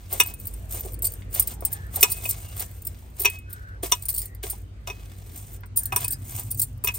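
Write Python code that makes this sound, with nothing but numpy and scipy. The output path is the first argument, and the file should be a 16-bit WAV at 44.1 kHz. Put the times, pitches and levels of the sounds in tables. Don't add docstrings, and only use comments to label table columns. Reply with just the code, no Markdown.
import sys
import numpy as np
from scipy import signal
from scipy.fft import rfft, irfft
from scipy.io import wavfile
from scipy.ndimage import uniform_filter1d

SR = 44100
rng = np.random.default_rng(int(sys.argv[2]) if len(sys.argv) > 2 else 0)


def gain_from_decibels(decibels):
    exponent = np.asarray(decibels, float) / 20
    return 10 ** exponent


def to_wav(s):
    ch = np.atleast_2d(s).T
    pcm = np.round(np.clip(ch, -1, 1) * 32767)
    wavfile.write(sys.argv[1], SR, pcm.astype(np.int16))


N = 307818

# frequency in Hz, level in dB, decay time t60 in s.
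STACK_MODES = [(7634, -8, 0.048), (8490, 0, 0.025), (8670, -8.5, 0.14), (9170, -5.5, 0.16),
               (9690, 2, 0.038), (10210, -1, 0.024), (13420, -2, .04), (12034, 3.5, 0.04),
               (12570, 2, 0.045), (14120, 6, .06), (14220, 2.5, 0.044), (14750, -0.5, 0.05),
               (15770, 4.5, 0.061), (15280, 0.5, 0.033)]


def evened(x):
    return x / np.sqrt(np.mean(x ** 2) + 1e-20)


def read(points, hz):
    f, value = np.transpose(points)
    return np.interp(np.log(hz + 1), np.log(f + 1), value)


def curve(rows, column):
    rows = np.array(rows)
    return np.interp(np.arange(N) / SR, rows[:, 0], rows[:, column])


def add(mix, s, sound):
    part = mix[round(s * SR):][:len(sound)]
    part += sound[:len(part)]


def coloured(x, points):
    response = gain_from_decibels(read(points, np.fft.rfftfreq(N, 1 / SR)))
    return evened(irfft(rfft(x) * response, N))


def resonate(x, hz, width):
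    turn = np.exp(2j * np.pi * np.cumsum(hz * np.ones(len(x))) / SR)
    r = np.exp(-np.pi * width / SR)
    return 2 * (turn * signal.lfilter([1 - r], [1, -r], x / turn)).real


def rings(hz, db, t60, spread_db, rise, size=6000):
    t = np.arange(size) / SR
    luck = rng.standard_normal((2, len(hz), 1))
    level_db = db[:, None] + spread_db * luck[0] - 60 * t / t60[:, None]
    modes = gain_from_decibels(level_db) * np.sin(2 * np.pi * hz[:, None] * t + 3 * luck[1])
    return modes.sum(0) * (1 - np.exp(-t / rise))


def grains(per_s, spread_db, bed):
    size = gain_from_decibels(spread_db * np.minimum(rng.exponential(1, N), 4))
    return rng.standard_normal(N) * (size * (rng.random(N) < per_s / SR) + bed)


def air():
    # frequency in Hz, level in dB per Hz.
    mid_spectrum = [(25, -39.5), (40, -4.5), (55, 0.5), (100, -3), (200, -15), (500, -25), (930, -34.5),
                    (2500, -38), (5600, -48.5), (9000, -50), (10200, -63.5), (11300, -91), (12500, -66),
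                    (15000, -66)]
    side_spectrum = [(24, -32), (40, 5.5), (104, -2), (800, -15), (1520, -17), (4100, -27.5), (9900, -33.5),
                     (14500, -49)]
    # time in s, level in dB.
    traffic = [(0, -1), (.8, 2.5), (2.2, 1.5), (3.4, -3), (6.2, -1.5), (6.98, -1.5)]
    mid = gain_from_decibels(-44) * coloured(rng.standard_normal(N), mid_spectrum)
    side = gain_from_decibels(-55) * coloured(rng.standard_normal(N), side_spectrum)
    hz, _, z = signal.stft(np.array([mid + side, mid - side]), SR, nperseg=1024)
    patches = uniform_filter1d(rng.standard_normal(z.shape[1:]), size=9, axis=0)
    patches = uniform_filter1d(patches, size=9, axis=1)
    z = z * gain_from_decibels(2.2 * evened(patches) * (hz[:, None] > 200))
    return gain_from_decibels(curve(traffic, 1)) * signal.istft(z, SR, nperseg=1024)[1][:, :N]


def engine():
    # time in s, pitch in Hz, level in dB.
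    low = [(0, 46.7, -48.5), (.6, 51.7, -36), (1.2, 51.4, -37.5), (2.2, 58.1, -40), (3.2, 57.3, -42.5),
           (4.4, 52.9, -39), (5.4, 51.2, -44.5), (6.98, 55.25, -42.5)]
    high = [(0.0, 92.6, -43), (1.38, 93.2, -41), (4.74, 93.4, -43), (6.59, 97, -38), (6.98, 94.7, -39)]
    rev = [(5.6, 105.6, -69), (5.85, 113.3, -42), (6.1, 132.7, -39.5), (6.3, 120.4, -41.5),
           (6.45, 115, -39.5), (6.6, 128.7, -41.5), (6.8, 117.8, -43), (6.98, 103.5, -48.5)]
    out = np.zeros(N)
    # track, harmonic order, bandwidth in Hz, level in dB
    for rows, order, width, db in (low, 1, 7., 0), (high, 1, 12., 0), (rev, 1, 14., 0), (rev, 2, 50., -14.):
        hz = order * curve(rows, 1)
        tone = resonate(rng.standard_normal(N), hz, width)
        tone = evened(resonate(tone, hz, width))
        steady = tone / np.sqrt(uniform_filter1d(tone ** 2, size=6000) + 0.24)
        out += gain_from_decibels(curve(rows, 2) + db) * steady
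    return out


def far_calls():
    # start in s, length in s, frequency in Hz, level in dB.
    calls = [
        (1.69, 0.23, 1665, -50),
        (3.445, 0.36, 1523, -47.5),
        (4.168, 0.23, 1920, -60),
        (5.75, 0.46, 1630, -50.5),
        (2.4, .16, 2800, -57),
        (.75, .5, 460, -54.5),
        (1.5, .35, 830, -57.5),
        (.55, .4, 640, -58),
        (3.0, 0.14, 850, -65),
    ]
    out = np.zeros(N)
    for s, length, hz, db in calls:
        band = resonate(rng.standard_normal(round(length * SR)), hz, 180)
        band = evened(resonate(band, hz, 180))
        add(out, s, gain_from_decibels(db) * band * signal.windows.tukey(len(band), .4))
    return out


def thuds():
    # start in s, peak in dB, centre in Hz, length in s.
    landings = [(0.125, -29.5, 510, 0.066), (0.739, -33.5, 494, 0.098), (0.849, -33, 437, 0.056),
                (1.034, -37, 474, 0.072), (1.357, -33.5, 549, 0.065), (1.623, -24.5, 628, 0.0053),
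                (1.969, -29.5, 665, 0.051), (2.254, -32, 583, 0.013), (2.599, -36.5, 606, 0.052),
                (3.203, -33.5, 383, 0.019), (3.831, -24.5, 374, 0.015), (4.436, -30, 468, 0.055),
                (4.53, -37, 660, 0.012), (4.873, -27, 690, 0.039), (5.923, -20, 930, 0.03),
                (6.38, -40, 850, 0.052), (1.22, -38, 2430, 0.0053), (4.435, -25, 3010, 0.0059),
                (5.634, -30.5, 1140, 0.0077)]
    out, t = np.zeros(N), np.arange(5000) / SR
    for s, db, hz, length in landings:
        decay = gain_from_decibels(-30 * t / max(length, .004))
        puff = rng.standard_normal(len(t)) * decay * (1 - np.exp(-t / 0.0018))
        puff = resonate(puff, hz, 0.72 * hz)
        puff = resonate(puff, hz, 0.77 * hz)
        add(out, s, gain_from_decibels(db - 1.0) * puff / abs(puff).max())
    return out


def effort():
    # time in s, settling time in s, jingle in dB, crackle in dB.
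    pushes = [(0, 0.44, -62, -53.5), (0.134, 0.19, -37.5, -38.5), (.41, 0.43, -49.5, -57),
              (0.731, .19, -36.5, -40), (.87, .08, -43.5, -50), (1.363, 0.087, -33, -35.5),
              (1.72, 0.24, -54, -51.5), (1.954, 0.85, -37.5, -41.5), (2.168, 0.092, -57, -67),
              (2.338, 0.88, -55, -54), (2.868, 0.55, -60, -58.5), (3.202, 0.16, -40, -41.5),
              (3.51, 0.38, -69, -58.5), (3.93, 0.15, -45, -46), (4.55, 0.053, -60, -59.5),
              (4.93, 0.75, -77, -54.5), (5.37, 0.13, -43.5, -49), (6.12, 0.065, -55, -57),
              (6.41, 0.14, -43, -52), (6.59, 0.11, -40, -60.5), (6.68, .2, -61.5, -66.5)]
    # time in s, swelling time in s, jingle in dB, crackle in dB.
    pulls = [(1.43, .08, -53, -49), (1.52, 0.098, -41.5, -45), (1.67, 0.085, -48, -50),
             (2.3, 0.05, -32.5, -52), (2.62, 0.099, -35, -38), (3.345, 0.1, -51.5, -49),
             (4.25, 0.29, -44, -52.5), (.3, 0.1, -48.5, -44), (5.33, 0.59, -56, -56.5),
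             (5.549, 0.36, -50.5, -55.5), (5.86, .06, -53.5, -59), (6.037, 0.13, -36.5, -38),
             (6.392, 0.23, -37.5, -42)]
    # time in s, settling time in s, jingle in dB, crackle in dB.
    slaps = [
        (1.024, 0.23, -42.5, -51),
        (3.831, 0.085, -32.5, -34.5),
        (4.087, 0.22, -43.5, -59),
        (4.432, 0.18, -38, -40.5),
        (4.873, .07, -50, -40.5),
        (5.763, 0.19, -42, -64),
        (5.924, .12, -49, -50.5),
        (6.842, 0.12, -41, -42.5),
        (6.942, .16, -37.5, -49),
    ]
    push_rise_s, slap_rise_s, free_s = 0.047, 0.006, 0.048
    t, power = np.arange(0, N + 64, 64) / SR, 0
    moves = [(s, push_rise_s, slow, db) for s, slow, *db in pushes]
    moves += [(s, slow, free_s, db) for s, slow, *db in pulls]
    moves += [(s, slap_rise_s, slow, db) for s, slow, *db in slaps]
    for s, rise, fall, db in moves:
        away = np.maximum((s - t) / max(rise, .004), (t - s) / max(fall, .01))
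        power = power + gain_from_decibels(np.array(db)[:, None] - 23.5 * away ** 1.366) ** 2
    clumps = evened(uniform_filter1d(rng.standard_normal((2, len(t))), size=5, axis=1))
    gains = gain_from_decibels(3.2 * clumps) * np.sqrt(power)
    return [np.interp(np.arange(N) / SR, t, gain) for gain in gains]


def kneading():
    # frequency in Hz, level in dB per Hz.
    jingle_spectrum = [(4500, -30.5), (6500, -11), (9000, -5), (11500, -10.5), (14500, -6), (16000, -13)]
    crackle_spectrum = [(200, -27.5), (500, -3.5), (1200, -2.5), (2900, -4.5), (5600, -9), (10000, -7.5)]
    squish_spectrum = [(150, -18), (450, -8), (1500, -24.5)]
    hz, db, t60 = np.transpose(STACK_MODES + STACK_MODES)
    own_hz = hz * (1 + 0.018 * rng.standard_normal(len(hz)))
    touches = np.zeros(N)
    for mode_hz, mode_db, mode_t60 in zip(own_hz, db, t60):
        touches += gain_from_decibels(mode_db) * resonate(grains(120, 2.5, 0.03), mode_hz, 3.0 / mode_t60)
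    jingle = evened(.9 * evened(touches) + coloured(grains(4000, 3.2, .25), jingle_spectrum))
    dough = coloured(grains(2200, 3.3, 0.25), crackle_spectrum)
    dough = dough + gain_from_decibels(-8.5) * coloured(grains(600, 3.0, 0.17), squish_spectrum)
    shake, press = effort()
    shake = np.minimum(shake, gain_from_decibels(-34))
    return gain_from_decibels(1.0) * shake * jingle + gain_from_decibels(-1.3) * press * dough


def knocks():
    # start in s, peak in dB, then relative levels in dB of the
    strikes = [(0.2011, -10.5, -2, -1.5, -15), (0.2083, -19, -11.5, 1.5, -13.5),
               (2.029, -8.5, -10, -1, -8.5), (2.0416, -18, -0.5, -36, -23), (2.098, -42, -20, -20, -30),
               (2.126, -32.5, -20.5, -21, -30), (2.172, -33, -22, -24, -30), (2.203, -50, -20, -20, -30),
               (2.254, -24.5, -11.5, -9, -27), (3.2482, -12, -7, -10, -13), (3.2561, -6, -16, -9.5, -15),
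               (3.2748, -18, -27, -19, -10), (3.9206, -18.5, 3.5, 7.5, -15), (4.873, -28, -7, -3, -5.5),
               (4.8993, -26.5, -9, -9.5, -0.5), (5.9219, -22.5, -9, -11, -36),
               (5.9619, -21, 4.5, -4.5, -10), (6.044, -27.5, -5, -11, -38), (6.8424, -29, 3, -11, 0.5),
               (6.8724, -20.5, -8, -1, -27), (6.885, -17.5, -8.5, -11, -14)]
    # frequency in Hz, level in dB, decay time t60 in s.
    modes = [(2547, -0.5, 0.044), (2513, -4, 0.044), (2865, -1.5, 0.025), (2180, -6.5, .015),
             (1688, -8.5, .05), (986, -1.5, 0.042), (3540, -3.5, 0.037), (5847, 1, 0.03),
             (7180, -6.5, 0.04), (415, -5, .065), (3860, -10, .02), (2547, -24.5, .4), (1230, -4.5, 0.022)]
    groups = [0, 0, 2, 2, 1, 1, 2, 2, 2, 3, 2, 0, 1]
    out, t = np.zeros(N), np.arange(14000) / SR
    hz, mode_db, t60 = np.transpose(modes)
    for s, db, *parts_db in strikes:
        spot_hz = hz * (1 + 0.0056 * rng.standard_normal(len(hz)))
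        spot_db = mode_db + np.array([0, *parts_db])[groups]
        ring = rings(spot_hz, spot_db, t60, 2.2, 0.00046, size=len(t))
        skid = 1 + 1.3 * uniform_filter1d(rng.standard_normal(len(t)), size=25)
        crack_gain = gain_from_decibels(-3.0 + parts_db[1] / 2 - 60 * t / 0.028) * (1 - np.exp(-t / 0.0011))
        crack = rng.standard_normal(len(t)) * crack_gain
        add(out, s, gain_from_decibels(db - 1.5) * (ring * skid + crack))
    return out


def clinks():
    # start in s, peak in dB, clearest ring in Hz.
    meetings = [(0.1998, -4.5, 8830), (0.2722, -18.5, 9170), (0.471, -18, 9730), (1.397, -3, 9200),
                (1.473, -14.5, 8700), (1.651, -7.5, 9320), (1.7184, -27, 8970), (1.728, -13, 9360),
                (2.0085, -8.5, 9100), (2.019, -11, 7850), (2.0284, 2, 7700), (2.117, -13.5, 8940),
                (2.258, -19, 9140), (2.8694, -14.5, 9050), (3.217, -15.5, 8800), (3.251, -11.5, 8630),
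                (3.8307, -22, 8500), (3.917, -10.5, 8390), (4.054, -18.5, 9200), (4.217, -20, 9690),
                (5.856, -14.5, 9200), (5.9612, -7, 9000), (6.006, -21.5, 8700), (6.0447, -15, 8440),
                (6.08, -14, 8800), (6.106, -18, 9200), (6.123, -17.5, 8490), (6.513, -12.5, 9700),
                (6.596, -8, 9080), (6.874, -12, 9200)]
    # start in s, peak in dB, clearest ring in Hz, chatter in s.
    rattles = [(0.111, -32, 8220, .012), (0.127, -13.5, 9640, 0.0086), (0.398, -30, 9500, 0.0097),
               (0.722, -22.5, 8600, 0.023), (1.022, -15.5, 9260, 0.0084), (1.044, -10, 9000, 0.011),
               (1.319, -35, 8360, 0.011), (1.341, -14, 9750, 0.016), (1.958, -12.5, 8800, 0.0065),
               (2.099, -18, 8700, 0.017), (2.239, -23.5, 8980, 0.0096), (2.291, -12.5, 9300, 0.011),
               (2.575, -41.5, 9200, 0.0085), (2.596, -16.5, 9090, 0.0077), (3.196, -16, 9300, 0.0097),
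               (3.498, -38.5, 8170, 0.019), (4.085, -12.5, 8920, 0.011), (4.161, -18.5, 8900, 0.0095),
               (4.178, -15, 8700, 0.014), (4.097, -16.5, 9100, 0.01), (4.1405, -17, 8600, 0.011),
               (2.121, -17.5, 9300, 0.0079), (6.505, -21.5, 9300, 0.012), (1.935, -30, 9100, .012),
               (6.626, -15, 9000, 0.0092), (6.132, -19, 8360, 0.0047), (4.43, -32, 8400, 0.014),
               (4.4985, -18, 9070, 0.0098), (5.769, -9, 9120, 0.015), (6.6157, -8.5, 9360, 0.0077),
               (6.84, -13, 9070, 0.0059), (6.854, -19.5, 9200, .008), (6.9445, -22.5, 8620, 0.014)]
    # start in s, peak in dB.
    light_touches = [(0.339, -26.5), (.454, -28.5), (0.538, -30.5), (.8086, -18.5), (.922, -33),
                     (.934, -30), (.942, -26), (.99, -34), (1.137, -26), (1.069, -12.5), (1.424, -14.5),
                     (2.309, -11.5), (2.712, -36), (3.237, -19), (3.2989, -20.5), (3.388, -34.5),
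                     (3.529, -23), (4.023, -24.5), (4.033, -31), (4.256, -22.5), (4.349, -34),
                     (5.607, -40.5), (5.66, -39.5), (5.761, -19.5), (5.8337, -20), (5.926, -25.5),
                     (5.977, -20), (6.546, -24), (.2354, -18.5), (0.262, -24), (.3, -29.5), (.796, -25),
                     (.857, -30), (1.12, -25), (1.309, -41), (1.607, -29), (1.866, -40), (2.1685, -30),
                     (2.178, -33), (2.494, -41), (2.566, -28), (2.821, -32.5), (2.851, -27), (3.952, -28),
                     (4.128, -23), (4.192, -22), (4.228, -24.5), (5.944, -33), (6.022, -26), (6.396, -19.5),
                     (6.574, -30), (6.588, -30), (6.776, -47.5)]
    # frequency in Hz, level in dB, decay time t60 in s.
    body_modes = [(4120, -4.5, .03), (4540, -0.5, 0.032), (5000, -1.5, 0.022), (5900, -11, 0.014)]
    out, t = np.zeros(N), np.arange(3000) / SR
    hz, mode_db, t60 = np.transpose(STACK_MODES)
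    body_hz, body_db, body_t60 = np.transpose(body_modes + body_modes + body_modes)
    events = rattles + [(*row, 0.0052) for row in meetings]
    events += [(s, db, 8700 + 430 * rng.standard_normal(), 0.0031) for s, db in light_touches]
    for s, db, ring_hz, chatter in events:
        luck = rng.random((3, len(t)))
        u = t / np.clip(chatter, .001, .03)
        force = np.sign(luck[1] - .5) * luck[2] ** 2
        touches = (luck[0] < .06) * force * (u + .04) ** 0.81 * np.exp(-u * 1.87)
        touches[30] = .1
        clear = rings(np.array([ring_hz]), np.array([2.5]), np.array([.03]), 0.92, 0.00023)
        stack_hz = hz * (1 + 0.014 * rng.standard_normal(len(hz)))
        stack = rings(stack_hz, mode_db, 0.33 * t60, 2.7, 0.0001)
        sizes = rng.uniform(.92, 1.12, len(body_hz))
        body = rings(body_hz * sizes, body_db, body_t60, 5.0, 0.00021)
        crack = np.diff(rng.standard_normal(6001)) * gain_from_decibels(-2.0 - 60 * np.arange(6000) / SR / 0.004)
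        response = clear + gain_from_decibels(7.5) * stack + crack + gain_from_decibels(-16.5) * body
        sound = signal.fftconvolve(touches, response)
        sound *= 1 + 1.1 * uniform_filter1d(rng.standard_normal(len(sound)), size=20)
        add(out, s - .0012, gain_from_decibels(db + 2.5) * sound / abs(sound).max())
    return out


def yard(x, channels):
    size = 6000
    taps = rng.choice([-1., 1.], (channels, size)) * (rng.random((channels, size)) < .05)
    taps *= gain_from_decibels(-60 * np.arange(size) / SR / 0.068) * (np.arange(size) > 60)
    return signal.fftconvolve(x[None], taps / np.linalg.norm(taps[0]), axes=1)[:, :N]


def ports(x):
    # frequency in Hz, lead of the left in radians.
    lead = [(0, 0), (750, .7), (1450, 2.8), (2550, 7.35), (4100, 6.3), (7000, 7.6), (8500, 6.3),
            (9600, 5.1), (10400, 3.4), (11200, 3.14), (12000, 2.8), (12900, 1.1), (13900, .2), (15000, -.1),
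            (15600, -.8)]
    # frequency in Hz, left minus right in dB.
    difference = [(150, -1), (700, 3), (1300, 1), (2400, 0), (4400, 5), (7500, 0)]
    hz = np.fft.rfftfreq(N, 1 / SR)
    half = gain_from_decibels(read(difference, hz) / 2) * np.exp(.5j * np.interp(hz, *np.transpose(lead)))
    return irfft(rfft(x) * np.array([half, 1 / half]), N)


def scene():
    hands = clinks() + knocks() + thuds() + kneading()
    ahead = ports(hands + gain_from_decibels(-16) * yard(hands, channels=1)[0] + far_calls())
    dull = signal.sosfilt(signal.butter(3, 8500 / (SR / 2), output="sos"), hands)
    return ahead + gain_from_decibels(-3.0) * yard(dull, channels=2) + engine() + air()


def stereo_squeeze(x, under_db):
    hz, _, z = signal.stft(np.array([x[0] + x[1], x[0] - x[1]]) / 2, SR, nperseg=512, noverlap=384)
    power = uniform_filter1d(abs(z) ** 2, size=9, axis=1)
    power = uniform_filter1d(power, size=8, axis=2)
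    treble = power[:, hz > 2500].sum((0, 1))
    sudden = treble > 1.15 * uniform_filter1d(treble, size=36)
    spared = sudden & (abs(hz[:, None] - 11200) < 1000)
    masked = power < power[::-1] / gain_from_decibels(2 * under_db)
    weak = masked & (hz[:, None] > hz[hz > 2500][0]) & ~spared
    mid, side = signal.istft(z * ~weak, SR, nperseg=512, noverlap=384)[1][:, :N]
    return np.array([mid + side, mid - side])


def roll_off(x):
    return signal.sosfilt(signal.butter(12, 16620, fs=SR, output="sos"), x)


def record(dry):
    low_pass = signal.firwin(255, 15900, window=("kaiser", 8), fs=SR)
    band = signal.oaconvolve(dry, low_pass[None], "same")
    mix = np.clip(stereo_squeeze(band, under_db=9), -1, 1)
    return roll_off(mix)


dry = scene()
out = record(dry)
to_wav(out)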